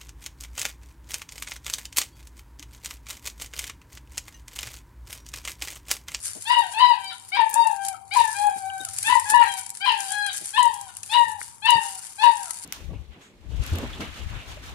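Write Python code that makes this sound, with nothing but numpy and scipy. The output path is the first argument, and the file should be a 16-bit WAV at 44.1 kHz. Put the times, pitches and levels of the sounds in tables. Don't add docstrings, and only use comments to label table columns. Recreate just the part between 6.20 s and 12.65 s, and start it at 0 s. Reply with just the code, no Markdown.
import sys
import numpy as np
from scipy import signal
from scipy.fft import rfft, irfft, next_fast_len
from scipy.io import wavfile
from scipy.ndimage import uniform_filter1d, minimum_filter1d

SR = 44100
rng = np.random.default_rng(int(sys.argv[2]) if len(sys.argv) > 2 else 0)


def bounce(signal):
    frames = np.transpose(np.atleast_2d(signal))
    limited = np.clip(frames, -1, 1)
    pcm = np.round(limited * 32767).astype(np.int16)
    wavfile.write(sys.argv[1], SR, pcm)


def ratio_of_db(decibels):
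    return 10 ** (np.asarray(decibels, float) / 20)


N = 284445


def evened(x):
    return x / np.sqrt(np.mean(x ** 2) + 1e-20)


def read(points, hz):
    f, value = np.transpose(points)
    return np.interp(np.log(hz + 1), np.log(f + 1), value)


def curve(rows):
    return np.interp(np.arange(N) / SR, *np.transpose(rows))


def colour(x, points):
    size = next_fast_len(x.shape[-1] + 2048)
    gain = ratio_of_db(read(points, np.fft.rfftfreq(size, 1 / SR)))
    return irfft(rfft(x, size) * gain, size)[..., :x.shape[-1]]


def wander(count, hz):
    steep = signal.butter(4, hz / (SR / 2), output="sos")
    return evened(signal.sosfilt(steep, rng.standard_normal(count + 2000))[2000:])


def bump(t, mid, length, power):
    return np.exp(-(abs(t - mid) / (.5 * length)) ** power)


def add(mix, s, sound):
    part = mix[..., round(s * SR):][..., :sound.shape[-1]]
    part += sound[..., :part.shape[-1]]


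def puppy():
    # start_s, rise_s, hold_s, top_pitch_hz, effort_db
    plain = [
        (0.527, 0.081, 0.1, 1005, -14.5),
        (1.319, 0.041, 0.086, 925.4, -16),
        (2.838, 0.06, 0.056, 986.6, -19.5),
        (3.05, .09, 0.082, 951.3, -12),
        (4.33, 0.05, 0.091, 995, -19),
        (4.888, 0.056, 0.066, 982.6, -20),
        (5.416, 0.058, 0.096, 988, -18),
        (5.977, 0.058, 0.064, 963.3, -15.5),
    ]
    # start_s, rise_s, hold_s, top_pitch_hz, effort_db
    glides = [
        (0.25, 0.065, 0.094, 982, -19.5),
        (2.135, 0.092, 0.061, 835.5, -20.5),
        (3.86, 0.0654, 0.143, 834, -38),
    ]
    # start_s, rise_s, hold_s, top_pitch_hz, effort_db
    shrieks = [
        (1.116, 0.055, 0.048, 986, -18),
        (1.908, 0.052, 0.054, 1021, -16.5),
        (3.601, 0.061, 0.057, 1022, -21),
    ]
    # start_hz, leap (share of climb), fallback (share of climb), leap_s, fallback_s
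    cries = [[*row, 760, .38, 0.0398, 0.00925, 0.0236] for row in plain]
    cries += [[*row, 760, .08, .02, 0.00925, 0.0236] for row in glides]
    cries += [[*row, 707, 0.65, .35, 0.00654, .045] for row in shrieks]
    cries.sort()
    starts, out = [c[0] for c in cries], np.zeros(N)
    for cry, last, until in zip(cries, [-1] + starts, starts[1:] + [N / SR]):
        gap_s = cry[0] - last
        if gap_s < .223:
            cry = cry[:5] + [805, .6, -0.0464, 0.00654, cry[9]]
        sag_per_s = 1.404 if gap_s < .3 else 3.286
        add(out, *yelp(*phrase(*cry, sag_per_s, until)))
    return colour(out, [(200, 3.0), (680, 2.35)])


def phrase(start, rise, hold, top_hz, db, start_hz, jump, fallback, jump_s, fallback_s, sag, until):
    first_levels = [-34.5, -23.5, -2, -3.5, -1, -1, -24.5]
    octave_levels = [-21, -27.5, -10, -19, -9.5, -15, -36]
    upper_levels = [-30.5, -19, -13, -12.5, -11.5, -16.5, -53]
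    whine_first = [-3.5, 0, -0.5, -29]
    whine_octave = [-8, -10.5, -17.5, -19]
    whine_upper = [-13, -10, -12.5, -36]
    # start_s, length_s, first_pitch_hz, last_pitch_hz, effort_db
    whines = [(0.445, 0.059, 744, 721, -39), (0.769, 0.17, 784.7, 766.4, -45),
              (1.539, 0.22, 794.7, 776.6, -32.5), (2.292, 0.32, 783.2, 771.3, -32.5),
              (2.619, 0.07, 760, 719, -50.5), (3.246, 0.16, 822.6, 748, -35), (3.78, 0.17, 801, 760, -38),
              (4.074, 0.038, 811, 765, -39), (4.522, .21, 834, 765, -43.5), (5.09, 0.12, 890, 801, -34),
              (5.605, 0.2, 817, 755, -43.5), (6.13, 0.21, 882, 655, -34.5)]
    rest_hz, onset, release_s = 751.7, 0.26, 0.0854
    tire_db_per_hz = 0.1257
    top, end = start + rise, start + rise + hold
    climb, glide_hz = top_hz - rest_hz, (top_hz - start_hz) * (1 - jump)
    held_hz = top_hz - climb * fallback
    end_hz = held_hz - climb * sag * (hold - fallback_s)
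    s = [start, start + onset * rise, top - jump_s, top, top + fallback_s, end, end + release_s]
    hz = [start_hz, start_hz + .65 * glide_hz, start_hz + glide_hz, top_hz, held_hz, end_hz, end_hz * .93]
    rows = list(zip(s, hz, *(db + np.array([first_levels, octave_levels, upper_levels]))))
    trail = [w for w in whines if start < w[0] < until]
    if trail:
        rows.pop()
    for at, length, first_hz, last_hz, whine_db in trail:
        share = np.array([0, .18, .85, 1])
        tired_db = whine_db - tire_db_per_hz * share * (first_hz - last_hz)
        levels = tired_db + np.array([whine_first, whine_octave, whine_upper])
        rows += zip(at + share * length, first_hz + share * (last_hz - first_hz), *levels)
    return top, jump, sorted(rows)


def yelp(top, jump, rows):
    # s, opening (0-1.5, lets upper partials out), resonance_hz, nasal_octave_lift_db
    mouth_moves = [(.3, 0.73, 3130, 4), (.65, 0.6, 3150, -8.5), (.82, 0.89, 2700, 10.5),
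                   (0.86, 1.5, 3680, -4), (.96, 0.84, 3400, 32), (1.13, 0.8, 2130, -5),
                   (1.201, 0.52, 2420, -3.5), (1.3, 0, 2400, 1), (1.4, 0.47, 2800, -15),
                   (1.55, 0.2, 2580, -9.5), (1.62, 0.39, 2410, 3.5), (1.74, 0.39, 2400, -1),
                   (1.92, 0.8, 2150, -5), (1.97, 0.46, 2180, -18.5), (2.1, 0.72, 2280, 13.5),
                   (2.249, 0.31, 2470, -9.5), (2.561, 0.37, 2190, 10), (2.632, 0.83, 3740, 12.5),
                   (2.881, 0.77, 2580, 3.5), (3.0, 0.21, 2500, -5.5), (3.17, 0.44, 2960, 0),
                   (3.28, 0.75, 3350, 7.5), (3.42, 1, 2250, 7), (3.62, 0.78, 2580, 2.5),
                   (3.7, 0.72, 2690, -1.5), (3.82, 0.65, 3080, 2), (4.001, 1.12, 3860, 19.5),
                   (4.35, 0.76, 2960, 3.5), (4.43, 0.41, 3170, -7.5), (4.6, 0.57, 3330, 0.5),
                   (4.92, 0.74, 3180, -9.5), (5.001, 0.58, 3160, 2), (5.151, 0.1, 2740, -5),
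                   (5.45, 0.72, 2830, -6), (5.54, 0.69, 2820, 2.5), (5.7, 0, 2660, -14),
                   (6.02, 0.67, 2870, -3), (6.1, 0.46, 3080, -9.5), (6.25, 0.3, 2800, 7)]
    # middle_s, length_s, pitch_loss (share), octave_lift_db
    flicks = [
        (0.932, 0.0374, 0.098, 6),
        (1.753, 0.034, 0.16, 17),
        (2.688, 0.04, 0.15, 18),
        (3.429, 0.058, 0.045, 28),
        (4.135, 0.063, 0.1, 30),
        (4.7, 0.066, 0.064, 14.5),
        (5.79, .05, 0.074, 28),
        (6.285, 0.059, 0.047, 14),
    ]
    # middle_s, length_s, roughness (-0.11 to
    cracks = [(.33, .08, .4, .1), (.62, .07, .4, .1), (1.19, .08, .6, .2), (1.985, .09, .55, .2),
              (2.93, .11, .55, .3), (3.23, .1, .3, .6), (3.7, .09, .6, .1), (4.12, .05, .7, .5),
              (4.385, .04, .5, .1), (4.7, .05, .6, .6), (4.95, .05, .55, .1), (5.48, .045, .5, .1),
              (6.05, .06, .5, 0), (.93, .05, .9, 0), (1.75, .04, .5, 0), (3.43, .05, .5, .3),
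              (5.8, .05, .6, .6), (6.3, .06, .6, .7), (.45, .05, .3, 0), (.75, .06, .3, 0),
              (1.42, .13, -.11, 0), (2.5, .2, .04, 0), (.68, .06, -.08, 0)]
    # frequency_hz, level_db
    throat = [(1200, -6), (2000, 2), (2800, -1), (3800, 0), (4700, -4), (5500, -17.5), (7000, -27),
              (9000, -53)]
    # frequency_hz, level_db
    airy = [(500, -23), (1000, -2.5), (1300, -4.5), (2200, -7.5), (4000, -16), (7000, -43), (10000, -90)]
    # middle_s, length_s, level_db
    wavers = [(0.353, 0.011, -27), (0.417, 0.014, -8), (0.649, .03, 2.5), (0.687, 0.036, -3.5),
              (1.44, 0.0076, -4), (1.56, .05, -4.5), (2.402, 0.068, -7), (3.191, 0.049, -7.5),
              (4.438, 0.014, -2), (5.505, 0.039, -0.5), (6.061, .02, -3.5)]
    # middle_s, length_s, beats_hz, depth (0-1)
    throbs = [
        (1.197, 0.03, 46.5, 0.64),
        (1.992, 0.049, 43.7, 0.65),
        (2.958, 0.12, 65.7, 0.84),
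        (3.71, 0.13, 64.6, 0.43),
    ]
    longest = 32000
    s, *columns = np.transpose(rows)
    t = np.arange(s[0], s[-1], 1 / SR)
    hz, first_db, octave_db, upper_db = (np.interp(t, s, c) for c in columns)

    def drift(rate_hz):
        return wander(longest, rate_hz)[:len(t)]

    when, *shape = np.transpose(mouth_moves)
    wide, mouth_hz, nasal_db = (np.interp(t, when, c) for c in shape)
    gives = np.array([bump(np.minimum(t, mid), mid, length, 2) * (mid > t[0]) for mid, length, _, _ in flicks])
    lost, lift_db = np.transpose(flicks)[2:] @ gives
    hz = hz * (1 - lost)
    first_db = first_db - 0.31 * lift_db
    octave_db = octave_db + nasal_db + lift_db
    upper_db = upper_db + 38 * (wide - 0.55)

    bumps = np.array([bump(t, mid, length, 4) for mid, length, _, _ in cracks])
    rough, wobble = np.transpose(cracks)[2:] @ bumps
    rough = np.maximum(rough + .11 * np.clip((hz - 790) / 150, .1, 1), .01)
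    ragged = 1 + .008 * np.sqrt(np.minimum(rough / .12, 1)) * drift(25)
    steady = 2 * np.pi * np.cumsum(uniform_filter1d(hz, 200) * ragged) / SR
    shaken = 2 * np.pi * np.cumsum(hz * .05 * rough * drift(110)) / SR
    phase = steady + shaken
    flutter = []
    for k in range(8):
        fast = np.sqrt(k * rough) * .45 * drift(55)
        flutter.append(1 + fast + .22 * np.sqrt(max(k - 1, 0)) * drift(12))
    halved = 1 + wobble * np.cos(phase / 2)

    def mouth_gain(f):
        resonance = 1 / (1 + ((f - mouth_hz) / 450) ** 2)
        return ratio_of_db(read(throat, f)) * (0.35 * ratio_of_db(-20 * np.maximum(wide - .8, 0)) + resonance)

    higher = sum(flutter[k] * mouth_gain(k * hz) * np.cos(k * phase) for k in range(3, 8))
    breath = evened(colour(rng.standard_normal(longest), [(500, -55.0), (900, -24)] + throat))[:len(t)]
    octave = np.sqrt(2) * flutter[2] * ratio_of_db(octave_db) * np.cos(2 * steady + 1.4 * shaken)
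    held_db = -25 * jump * np.exp((np.minimum(t, top) - top) / 0.025) * np.clip((top - t) / 0.0036, 0, 1)
    first = np.sqrt(2) * ratio_of_db(first_db + held_db) * flutter[1] * np.cos(steady + .4 * shaken)
    leak = ratio_of_db(first_db - 30) * evened(colour(rng.standard_normal(longest), airy))[:len(t)]
    voice = first + halved * (octave + ratio_of_db(upper_db) * higher) + ratio_of_db(upper_db - 2.5) * rough * breath + leak
    waver_db = sum(db * bump(t, mid, length, 2) for mid, length, db in wavers)
    beats = 1 + sum(depth * bump(t, mid, length, 4) * np.cos(2 * np.pi * beat_hz * (t - mid))
                    for mid, length, beat_hz, depth in throbs)
    return rows[0][0], ratio_of_db(waver_db) * beats * voice * signal.windows.tukey(len(t), .06)


def walls(x, t60s, direct_db, size=256):
    taps = np.zeros((2, SR))
    at = np.arange(200, SR - 20, 20) + rng.integers(0, 20, (2, (SR - 201) // 20))
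    np.put_along_axis(taps, at, rng.choice([-1., 1.], at.shape), 1)
    hz, t, z = signal.stft(taps, SR, nperseg=size)
    fade = ratio_of_db(-60 * t / read(t60s, hz)[:, None])
    tail = signal.istft(z * fade, SR, nperseg=size)[1]
    tail /= np.linalg.norm(tail[0])
    return ratio_of_db(direct_db)[:, None] * x + signal.fftconvolve(np.atleast_2d(x), tail, axes=1)[:, :N]


def puppy_between_walls():
    # s, right_port_lag (samples), right_port_db
    turn = [
        (.3, -9, 4),
        (.7, -3.5, 1),
        (1.7, -5, 0),
        (2.2, 1.5, 3),
        (3.2, 9.5, 0.5),
        (3.7, 8.5, 0.5),
        (4.4, -5, 1),
        (5.0, 0.5, 1.5),
        (5.5, -6, 0.5),
        (6.1, -7.5, 2.5),
    ]
    # frequency_hz, t60_s
    near_walls = [(500, 0.34), (1500, 0.1), (5000, 0.22)]
    # frequency_hz, t60_s
    far_walls = [(500, 0.23), (820, 0.73), (920, 0.67), (1010, 0.74), (1200, 0.17), (2400, 0.45),
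                 (4000, 0.46), (9000, 0.38)]
    # frequency_hz, level_db
    nook = [(700, 1), (880, -9), (960, -10.5), (1040, -4.5), (1500, 7.5), (5000, -7)]
    voice = puppy()
    lag = curve([row[:2] for row in turn])
    right_gain = ratio_of_db(curve([(s, db) for s, _, db in turn]))
    right = right_gain * np.interp(np.arange(N) - lag, np.arange(N), voice)
    voice = np.array([voice, right])
    shadowed = ratio_of_db([[5], [0]]) * colour(voice, [(1200, 0), (2200, -6)])
    corner = shadowed + walls(voice, near_walls, np.array([-60., -60.]))
    ringing = walls(colour(voice, nook), far_walls, np.array([-40., -40.]), size=1024)
    return ratio_of_db(-1.5) * corner + ratio_of_db(-5.5) * ringing


def tread():
    # s, level_db, length_s
    steps = [(0.055, -42, 0.13), (0.29, -49, 0.42), (0.518, -51, 0.053), (0.965, -58.5, 0.73),
             (1.348, -48, 0.15), (1.506, -50.5, 0.14), (1.659, -42, 0.056), (1.975, -41, 0.089),
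             (2.104, -44, 0.24), (2.377, -50.5, 0.088), (2.635, -56.5, 1), (2.84, -41, 0.34),
             (3.101, -29, 0.023), (3.29, -49.5, 0.2), (3.376, -42, 0.037), (3.564, -52.5, 0.072),
             (3.673, -52, 0.075), (3.826, -42.5, 0.19), (4.149, -38, 0.06), (4.254, -48.5, 0.24),
             (4.425, -54, 0.67), (4.918, -47, 0.17), (5.103, -55.5, 0.063), (5.231, -49, 0.12),
             (5.494, -51, 0.031), (5.645, -46.5, 0.4), (5.832, -48, 0.049), (6.037, -47.5, 0.058),
             (6.24, -49, 0.54), (6.44, -48, 0.02)]
    press, step_db, shuffle_db = .35, 12, -68
    t = np.arange(0, N + 64, 64) / SR
    falls = (db - step_db * np.maximum((t - s) / length, (s - t) / (press * length)) for s, db, length in steps)
    power = ratio_of_db(shuffle_db) ** 2 + sum(ratio_of_db(db) ** 2 for db in falls)
    return np.interp(np.arange(N) / SR, t, np.sqrt(power))


def stones(strikes, kinds, decay_s):
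    # frequency_hz, level_db
    pebble = [(700, -31.5), (1500, -17.5), (3000, -18), (5000, -8), (7500, -0.5), (10200, 3), (11500, -5),
              (12200, -7.5), (14800, -11.5), (16000, -68)]
    kind, t, out = rng.integers(0, kinds, N), np.arange(256) / SR, np.zeros((2, N))
    for k in range(kinds):
        life = t / (decay_s * rng.uniform(1.0, 2.6))
        burst = rng.standard_normal((2, len(t))) * life * np.exp(-life)
        low_db, high_db = rng.uniform(-0.6, 14.0), rng.uniform(-22.0, 1.0)
        burst = colour(burst, [(2500, low_db), (8000, 0.014), (10500, 0.013), (13500, high_db)])
        burst /= np.linalg.norm(burst[0])
        out += signal.oaconvolve(strikes * (kind == k), burst, axes=1)[:, :N]
    return colour(out, pebble)


def crunch():
    per_s = 2500 * ratio_of_db(2.8 * wander(N, 30))
    size = ratio_of_db(4.34 * np.minimum(rng.exponential(1, N), 5)) * (rng.random(N) < per_s / SR)
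    grains = evened(stones(size[None], kinds=12, decay_s=0.00039))
    scatter = walls(grains, [(500, 0.19), (9000, 0.036)], np.array([4.5, 4.5]))
    return tread() * ratio_of_db(13.5) * colour(evened(scatter), [(13000, 0.5), (14300, -1), (15000, -12)])


def clicks():
    # s, peak_db
    knocked = [(0.0522, -17), (0.842, -25.5), (1.0869, -25.5), (1.2929, -18), (1.3409, -10), (1.4712, -14),
               (1.6492, -14.5), (1.937, -17.5), (2.6492, -12), (2.736, -19.5), (2.7848, -9), (2.828, -9),
               (2.997, -11), (3.0941, -22), (3.1592, -14.5), (3.3381, -16.5), (3.4627, -17), (3.55, -19),
               (3.8035, -11), (3.92, -11), (4.0639, -8), (4.1397, -21), (4.4288, -15), (4.4543, -14),
               (4.54, -17), (4.816, -46), (4.8314, -15.5), (5.081, -22.5), (5.4563, -19.5), (5.5037, -7.5),
               (0.3197, -22.5), (0.524, -21), (1.6836, -10), (2.267, -18), (2.687, -17), (3.4106, -20.5),
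             (3.493, -22), (3.5707, -18.5), (4.257, -14.5), (4.347, -30), (4.7677, -18), (4.8755, -27),
             (5.2046, -22.5), (6.1689, -19.5), (6.256, -15.5), (6.3072, -9),
               (.03, -28), (.222, -20), (0.292, -40), (.801, -39), (.93, -28), (0.981, -27.5), (1.215, -28.5),
             (1.31, -20), (1.619, -24.5), (2.3457, -30), (2.459, -29), (2.5795, -27.5), (2.6123, -22.5),
             (2.8706, -14), (3.1075, -21), (3.2139, -20.5), (3.238, -23), (3.2635, -34), (3.2787, -25),
             (3.3159, -25), (3.3882, -24), (3.5027, -16), (3.68, -23), (3.72, -23.5), (4.3909, -18),
             (4.6121, -19.5), (5.1158, -23), (5.5668, -22), (6.154, -25), (6.231, -18), (6.2943, -22)]
    kicked = (rng.random(N) < 3 / SR) * rng.random((2, N))
    strikes = kicked * np.minimum(tread() * ratio_of_db(27), ratio_of_db(-44.0))
    single = knocked
    for (s, db), side_db in zip(single, rng.uniform(-0.98, 1.7, len(single))):
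        strikes[:, round(s * SR) - 12] = ratio_of_db([db + side_db, db - side_db])
    hard = colour(stones(strikes, kinds=14, decay_s=0.00093),
                  [(3000, -8), (6000, -7.0), (10500, -3.0), (12500, -6.5), (15000, -6)])
    return ratio_of_db(11.5) * walls(hard, [(500, 0.035), (9000, 0.11), (14000, 0.046)], np.array([12., 12.]))


def sparks():
    # s, peak_db
    struck = [(0.0508, -44), (1.3009, -47), (1.3009, -21), (1.3414, -20), (1.6636, -37), (2.2418, -38),
              (2.7347, -43), (2.7836, -40), (2.9996, -34), (3.0934, -25), (3.8023, -31), (3.92, -42),
              (4.0627, -40), (4.4288, -35), (4.5391, -34), (4.816, -41), (5.5044, -37), (6.3076, -37)]
    strikes = np.zeros(N)
    for s, db in struck:
        strikes[round(s * SR)] = ratio_of_db(db + 14.0)
    snaps = colour(strikes, [(2000, -22), (6000, -10), (11000, -1), (13500, 0), (15500, -6), (16500, -27)])
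    return walls(snaps, [(500, .02), (9000, 0.038), (14000, 0.056)], np.array([6., 6.])) * ratio_of_db(-4.0)


def knocks():
    # s, peak_db, pitch_hz, decay (cycles)
    large = [
        (.051, -55, 3000, 0.81),
        (4.254, -43, 3000, 2.2),
        (5.833, -42.5, 1420, 2),
        (6.309, -42, 2170, 0.61),
        (2.5, -28, 2920, 4.4),
        (2.6, -35.5, 3760, 41),
        (4.761, -44, 2940, 7.2),
        (4.835, -39.5, 2630, 5.1),
        (5.215, -18.5, 1830, 1),
    ]
    out = np.zeros((2, N))
    for s, db, hz, cycles in large:
        turns = np.arange(round(10 * cycles / hz * SR)) * hz / SR
        ring = sum(np.sin(2 * np.pi * ((1 + spread / cycles) * turns + rng.random((2, 1))))
                   for spread in (-.15, 0, .2))
        add(out, s, ratio_of_db(db + 5.5) * ring * turns / cycles * np.exp(-turns / cycles))
    return out


def thuds():
    # s, peak_db, centre_hz
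    puffs = [(0.151, -39.5, 274), (0.647, -43, 523), (1.179, -41, 353), (1.329, -43, 440),
             (2.258, -47, 346), (2.355, -47, 205), (2.597, -43, 284), (2.877, -43.5, 267),
             (3.116, -41, 238), (4.207, -45, 232), (5.066, -50, 149), (5.547, -34, 136)]
    out, t = np.zeros((2, N)), np.arange(4000) / SR
    for s, db, hz in puffs:
        band = [(0.063 * hz, -40), (0.89 * hz, -3), (hz, 0), (3 * hz, -9), (7 * hz, -35), (9000, -90)]
        puff = evened(colour(rng.standard_normal((2, len(t))), band))
        add(out, s, ratio_of_db(db + 13.0) * puff * t / 0.02 * np.exp(-t / 0.011))
    return out


def air():
    # frequency_hz, level_db
    hiss_colour = [(15, -58), (40, -24), (60, -10), (108, -10.5), (206, -6.5), (256, -11.5), (714, -17),
                   (930, -4), (1130, -10), (1290, -11), (6380, -86), (10100, -30), (14000, -36),
                   (15000, -46), (16000, -69)]
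    # s, level_db
    hum = [
        (0.0, -67.5),
        (1.17, -76),
        (2.87, -62.5),
        (3.65, -77.5),
        (5.21, -67),
        (5.87, -77),
        (6.45, -77),
    ]
    hiss = ratio_of_db(-58.0) * evened(colour(rng.standard_normal((2, N)), hiss_colour))
    drone_band = [(60, -35), (88, -7.0), (100, -4.5), (112, -8.5), (160, -25.0), (300, -88.0)]
    drone = evened(colour(rng.standard_normal((2, N)), drone_band))
    return hiss + ratio_of_db(curve(hum) + 13.0) * drone


def scene():
    gravel = crunch() + clicks() + sparks() + knocks() + thuds()
    return puppy_between_walls() + gravel + air()


def thin_out(x):
    hz, _, z = signal.stft(x, SR, nperseg=1024, noverlap=512)
    level_db = 10 * np.log10((abs(z[:, :512]) ** 2).reshape(2, 64, 8, -1).mean(2) + 1e-16)
    need = [(300, -70), (2000, -57), (3500, -34), (6000, -27.0), (10500, -53.0), (12000, -34.0), (16000, -55.5)]
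    need_db = read(need, hz[4:512:8])
    whim_db = 6 * evened(uniform_filter1d(rng.standard_normal(level_db.shape), 4))
    neighbour_db = -minimum_filter1d(-level_db, 7, axis=1)
    neighbour_db[:, :3] = -200
    keep = level_db + whim_db > level_db.max(1, keepdims=True) * .45 - 28 + need_db[:, None]
    keep &= level_db + whim_db > neighbour_db - 32
    z[:, :512] *= np.repeat(np.where(keep, 1, .03), 8, 1)
    top = abs(z[:, hz > 11600])
    treble_db = level_db[:, 20:30].mean(1)
    steady = treble_db < uniform_filter1d(treble_db, 5) + 2.5
    strongest = 1.5 * (top > 1.7 * uniform_filter1d(top, 16, 1))
    z[:, hz > 11600] *= np.where(steady[:, None], strongest, 1)
    z[:, hz > 16500] = 0
    return signal.istft(z, SR, nperseg=1024, noverlap=512)[1][:, :N]


def band_limit(x):
    return signal.sosfilt(signal.butter(12, 16500, fs=SR, output="sos"), x)


def record(dry):
    # frequency_hz, level_db
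    right_port = [(60, -7.5), (250, -8), (600, -8), (950, -18), (1400, -9.5), (2500, -7.5), (8000, -6.5),
                  (12000, -3.5), (15000, 4.5)]
    ports = np.array([dry[0], colour(dry[1], right_port)])
    lopsided = colour(ports ** 2, [(8, -46.0), (30, 4), (80, 19.5), (600, 15.0), (1500, -42.0)])
    bent = ports + 0.012 * lopsided
    crest = uniform_filter1d(-minimum_filter1d(-abs(bent), 400), 200)
    limited = bent / np.maximum(crest / .94, 1)
    return band_limit(thin_out(limited))


dry = scene()
out = record(dry)
bounce(out)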